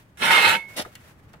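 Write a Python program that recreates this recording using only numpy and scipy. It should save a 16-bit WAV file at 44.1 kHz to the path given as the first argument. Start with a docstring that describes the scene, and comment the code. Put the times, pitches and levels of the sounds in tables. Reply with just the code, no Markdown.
"""In a garage, a steel brake part is dragged by hand over a rusty disc and caliper (the brake's clamp):
one long gritty scrape, then a short one. Countless tiny slips shake the ironwork and the suspension.
The disc sings under the rubbing and rings on when the part lifts off; then the caliper clanks.
A brief hiss dies away at the start; light clicks and the rustle of the hand come later,
all over a low room rumble."""
import sys
import numpy as np
from scipy import signal
from scipy.fft import rfft, irfft, next_fast_len
from scipy.io import wavfile
from scipy.ndimage import map_coordinates

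SR = 44100
rng = np.random.default_rng(int(sys.argv[2]) if len(sys.argv) > 2 else 0)


def transcribe(u):
    """Save the signal u as a 16-bit wav file named by the first command-line argument.

    u: samples, shape (n,) or (channels, n), limited to [-1, 1]; the rate is SR.
    q: integer samples, one column per channel.
    """
    v = np.clip(np.atleast_2d(u).T, -1, 1)
    q = np.round(v * 32767).astype(np.int16)
    wavfile.write(sys.argv[1], SR, q)


N = 61739
TIME = np.arange(N) / SR

# how the long and the short scrape swell and fade: t/s, grinding level/dB, rust grit level/dB
LONG_STROKE = [(.172, -55, -52.5), (.196, -44.5, -48), (.213, -33.5, -40.5), (.222, -23.5, -39.5),
               (.255, -21.5, -32), (.298, -22.5, -37), (.319, -16.5, -28.5), (.395, -18.5, -34),
               (.426, -20, -31.5), (.455, -16.5, -32), (.508, -22, -30), (.556, -24.5, -39.5),
               (.585, -47.5, -52), (.62, -46.5, -64.5)]
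SHORT_STROKE = [(.752, -63, -80.5), (.762, -45.5, -65), (.766, -41, -39), (.785, -31, -34),
                (.803, -31.5, -38.5), (.824, -40, -43), (.84, -61.5, -60)]
# the caliper's modes (the notes it naturally rings at): f/Hz, level/dB
CALIPER_MODES = [(325, -3), (463, -4), (614, -1), (735, -7), (865, -1), (1238, -9), (1395, -5), (1915, -5),
                 (2780, -6), (3000, -4), (3420, -6), (4335, -6)]


def amp(db):
    """Turn decibels into a factor to multiply a sound by."""
    return 10 ** (np.asarray(db) / 20)


def unit(x):
    """Scale a sound to an average (rms) strength of 1."""
    return x / np.sqrt(np.mean(x ** 2) + 1e-20)


def along(points, hz):
    """Read between (frequency, value) points, giving every octave equal room."""
    f, values = np.transpose(points)
    return np.interp(np.log(hz + 1), np.log(f + 1), values)


def levels(rows):
    """One loudness curve for each dB column; silent before the first row and after the last."""
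    times, *columns = np.transpose(rows)
    return [amp(np.interp(TIME, times, db, left=-np.inf, right=-np.inf)) for db in columns]


def wobble(rate):
    """A smooth curve through `rate` random values a second."""
    return map_coordinates(rng.standard_normal(N), [TIME * rate + 2])


def fade(t, t60):
    """A dying-away curve that has dropped by 60 dB after t60 seconds."""
    return np.exp(-np.log(1000) * t / t60)


def filtered(x, response):
    """Turn each frequency up or down by the factor response(hz)."""
    size = next_fast_len(N + SR // 2)
    return irfft(rfft(x, size) * response(np.fft.rfftfreq(size, 1 / SR)), size)[..., :N]


def spread(pair, response):
    """Filter two unrelated sounds into left and right, nearly the same in the bass."""
    # how alike the two sides are: f/Hz, likeness (1 = the same, 0 = unrelated)
    likeness = [(150, 0.92), (500, 0.62), (1200, 0), (9000, -0.04)]
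    angle = lambda hz: np.arccos(np.clip(along(likeness, hz), -1, 1)) / 2
    mid, side = filtered(pair, lambda hz: response(hz) * np.array([np.cos(angle(hz)), np.sin(angle(hz))]))
    return unit(np.array([mid + side, mid - side]))


def hiss(colour):
    """Steady stereo noise; its colour says how strong each frequency is."""
    return spread(rng.standard_normal((2, N)), lambda hz: amp(along(colour, hz)))


def tone(hz, t):
    """One pure note, slightly out of step between left and right."""
    return np.sin(2 * np.pi * (hz * t + rng.random()) + .5 * rng.standard_normal((2, 1)))


def room_rumble(start_db=-55.5, rise_db_per_s=2.5):
    """The room rumbles quietly, growing a little louder."""
    # colour of the rumble: f/Hz, level/dB
    colour = [(25, -16), (95, -2), (150, -5.5), (400, -18), (1900, -25), (2900, -36), (15500, -61.5)]
    return amp(start_db + rise_db_per_s * TIME) * hiss(colour)


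def garage_echo(x, t60=.28, level_db=-20.5):
    """The garage throws the sound back as a short, blurred echo."""
    tail = rng.standard_normal((2, SR // 2)) * fade(TIME[:SR // 2], t60)
    return amp(level_db) * signal.fftconvolve(x, tail / np.linalg.norm(tail[0]), axes=1)[:, :N]


def hiss_and_rustle(flutter_db=2):
    """A brief hiss dies away at the start; later the hand rustles softly among the parts."""
    # loudness of the opening hiss, then of the rustle: t/s, level/dB
    loudness = [(0, -53.5), (.05, -67), (.67, -57), (.70, -50), (.92, -56), (1.1, -55), (1.14, -63),
                (1.4, -65.5)]
    # colour of both: f/Hz, level/dB
    colour = [(200, -17), (500, -5), (2000, -3), (4500, -13.5), (15000, -17)]
    return levels(loudness)[0] * amp(flutter_db * wobble(rate=70)) * hiss(colour)


def clicks(ring_db=-5.5, ring_stretch=1.3):
    """Loose parts touch: each knock is a burst of noise that rings the caliper's modes near its pitch."""
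    # clicks and knocks: t/s, level/dB, centre f/Hz, width/octaves, t60/s
    knocks = [(0.796, -25.5, 302, 0.8, 0.045), (.85, -35.5, 1270, 0.45, .05), (.861, -40, 506, .45, 0.09),
              (.953, -38, 6680, 1.3, .03), (0.955, -45.5, 1975, 0.6, .1), (1.333, -52.5, 2305, 1.8, 0.055),
              (1.338, -43.5, 854, 1.04, .08)]
    out = np.zeros((2, N))
    for start, db, centre_hz, octaves, t60 in knocks:
        t = TIME - start
        band = lambda hz: np.exp(-.5 * (np.log2((hz + 1) / centre_hz) / octaves) ** 2)
        burst = spread(rng.standard_normal((2, N)), band) * fade(np.abs(t), t60)
        notes = sum(amp(level) * band(hz) * tone(hz, t) for hz, level in CALIPER_MODES)
        ring = unit(notes) * fade(np.abs(t), ring_stretch * t60)
        out += amp(db) * (t > 0) * (burst + amp(ring_db) * ring)
    return out


def slips(per_s=600, scatter_db=2.5, judder_db=2.14):
    """Steel sticks and slips in tiny jolts of uneven size, bunched by the judder of the hand."""
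    happens = rng.random(N) < per_s / SR
    size_db = scatter_db * np.clip(rng.standard_normal(N), -2, 2) + judder_db * wobble(rate=130)
    direction = np.sign(rng.standard_normal(N))
    return unit(happens * amp(size_db) * direction)


def shaken_iron(colour, t60=.016, layers=8, spacing_hz=55, shifts_per_s=13, ripple_db=4.2):
    """Slips briefly ring the iron's crowded modes; which ones stand out shifts as the contact slides."""
    decay = fade(TIME[:SR // 2], t60)
    pair = np.zeros((2, N))
    for _ in range(layers):
        jolts = slips()[None]
        ring = rng.standard_normal((2, len(decay))) * decay
        pair += signal.fftconvolve(jolts, ring, axes=1)[:, :N]
    # lay drifting random peaks and dips over the frequencies, shallower below 1000 Hz
    hz, times, spectrum = signal.stft(pair, SR, nperseg=2048)
    grid = np.meshgrid(hz / spacing_hz, times * shifts_per_s, indexing="ij")
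    ripple = map_coordinates(rng.standard_normal(spectrum.shape[1:]), grid)
    depth_db = ripple_db * np.minimum(hz[:, None] / 1000, 1)
    pair = signal.istft(spectrum * amp(depth_db * ripple), SR)[1][:, :N]
    return spread(pair, lambda hz: amp(along(colour, hz)))


def suspension_thrum(gain_db=-4):
    """Both scrapes shake the heavy suspension behind the brake."""
    # how the thrum swells and fades: t/s, level/dB
    loudness = [(.19, -53.5), (.22, -26), (.32, -33.5), (.39, -35.5), (.45, -32), (.565, -31.5), (.6, -54),
                (.74, -56.5), (.8, -36.5), (.84, -54)]
    # its deep colour: f/Hz, level/dB
    colour = [(50, -34.5), (95, -3), (140, -8.5), (185, 1), (280, -5), (600, -5.5), (1500, -70.5)]
    return amp(gain_db) * levels(loudness)[0] * shaken_iron(colour)


def rubbed_mode(force, hz, t60, waver_db=3):
    """A rubbed note builds up and dies away with the force; the shorter it rings, the faster it wavers."""
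    waver_rate = 7 / t60
    energy = signal.fftconvolve(force ** 2, fade(TIME, t60) ** 2)[:N]
    swing = np.sqrt(np.abs(energy)) * amp(waver_db * wobble(waver_rate))
    wavering_time = TIME + wobble(waver_rate) / (2 * np.pi * hz)
    return unit(swing * tone(hz, wavering_time))


def rubbed_caliper(t60=.035, gain_db=-8.5):
    """The short stroke makes the caliper clank."""
    force = levels(SHORT_STROKE)[0]
    notes = sum(amp(db) * rubbed_mode(force, hz, t60) for hz, db in CALIPER_MODES)
    return amp(gain_db) * np.sqrt(np.mean(force ** 2)) * notes


def free_disc(lift_s=.545, rise_s=.008, gain_db=-27):
    """Once the part lifts off, the disc rings out."""
    # modes of the untouched disc: f/Hz, level/dB, t60/s
    modes = [(689, -15, .18), (918, -2, .19), (1628, -16, .22), (2124, -11, .47), (2192, 0, .55),
             (2605, -11, .16), (3580, -21, .3), (4554, -18, .23), (6330, -26, .2)]
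    t = np.maximum(TIME - lift_s, 0)
    ring = sum(amp(db) * fade(t, t60) * tone(hz, t) for hz, db, t60 in modes)
    return amp(gain_db) * ring * (1 - np.exp(-t / rise_s))


def rubbed_disc(favour_db=11.5, gain_db=-2):
    """The long stroke makes the disc sing; the sliding contact favours one mode after another."""
    # modes of the rubbed disc: f/Hz, level/dB, t60/s, most favoured at t/s
    modes = [(906, -9.5, .13, .55), (1293, -14.5, .08, .38), (1680, -16, .06, .35), (1866, -14, .12, .45),
             (2132, -3.5, .15, .4), (2170, -10.5, .08, .33), (2568, -8, .07, .475), (2603, -10.5, .06, .57),
             (2830, -13.5, .04, .39), (3088, -15, .05, .35), (3610, -14.5, .04, .34),
             (3915, -16.5, .04, .48), (4115, -15, .04, .48), (4340, -18.5, .04, .47)]
    force = levels(LONG_STROKE)[0]
    notes = np.zeros((2, N))
    for hz, db, t60, best_s in modes:
        width_s = .11 * np.sqrt(1000 / hz)  # high notes get a shorter turn
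        favour = amp(favour_db * np.exp(-.5 * ((TIME - best_s) / width_s) ** 2))
        notes += amp(db) * rubbed_mode(force * favour, hz, t60)
    return amp(gain_db) * np.sqrt(np.mean(force ** 2)) * notes


def scrape(stroke, colour, grinding_db=2, grit_db=1):
    """One stroke of steel over rust: the parts grind and the fine grit hisses."""
    # bright colour of the rust grit: f/Hz, level/dB
    grit_colour = [(3500, -49), (5500, -2.5), (6900, -6), (9000, -0.5), (11500, -6), (14000, -8.5),
                   (16000, -19.5)]
    grinding, grit = levels(stroke)
    body = amp(grinding_db) * grinding * shaken_iron(colour)
    return body + amp(grit_db) * grit * shaken_iron(grit_colour)


def scene():
    """The long scrape on the disc, a little to the right, then the short one, all in the garage."""
    # colours of the long and the short scrape's grinding: f/Hz, level/dB
    long_colour = [(120, -58), (260, -17), (450, -9), (720, -7.5), (900, 0), (1080, -4.5), (1280, 0),
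                   (1700, 0.5), (1980, -3.5), (2750, 0.5), (3400, -4), (4300, -12), (5200, -17.5),
                   (10000, -56)]
    short_colour = [(120, -50), (240, -9), (800, -3), (1200, -9.5), (3000, -2.5), (4400, -9), (6000, -12),
                    (9000, -36.5)]
    # which way the disc's sound leans: f/Hz, left minus right level/dB
    balance = [(300, 4.5), (600, 3), (1100, -2), (2200, -8), (4000, -1.5), (8000, -0.5), (13000, -4)]
    disc = scrape(LONG_STROKE, long_colour) + rubbed_disc() + free_disc()
    disc = filtered(disc, lambda hz: amp(np.outer([.5, -.5], along(balance, hz))))
    caliper = scrape(SHORT_STROKE, short_colour) + rubbed_caliper()
    parts = disc + caliper + suspension_thrum() + clicks()
    return parts + garage_echo(parts) + hiss_and_rustle() + room_rumble()


def record(dry, ceiling=.9, top_hz=15800):
    """Gently round off the tallest peaks and cut away the very highest treble."""
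    rounded = dry / (1 + np.abs(dry / ceiling) ** 6) ** (1 / 6)
    return filtered(rounded, lambda hz: hz < top_hz)


dry = scene()
out = record(dry)
transcribe(out)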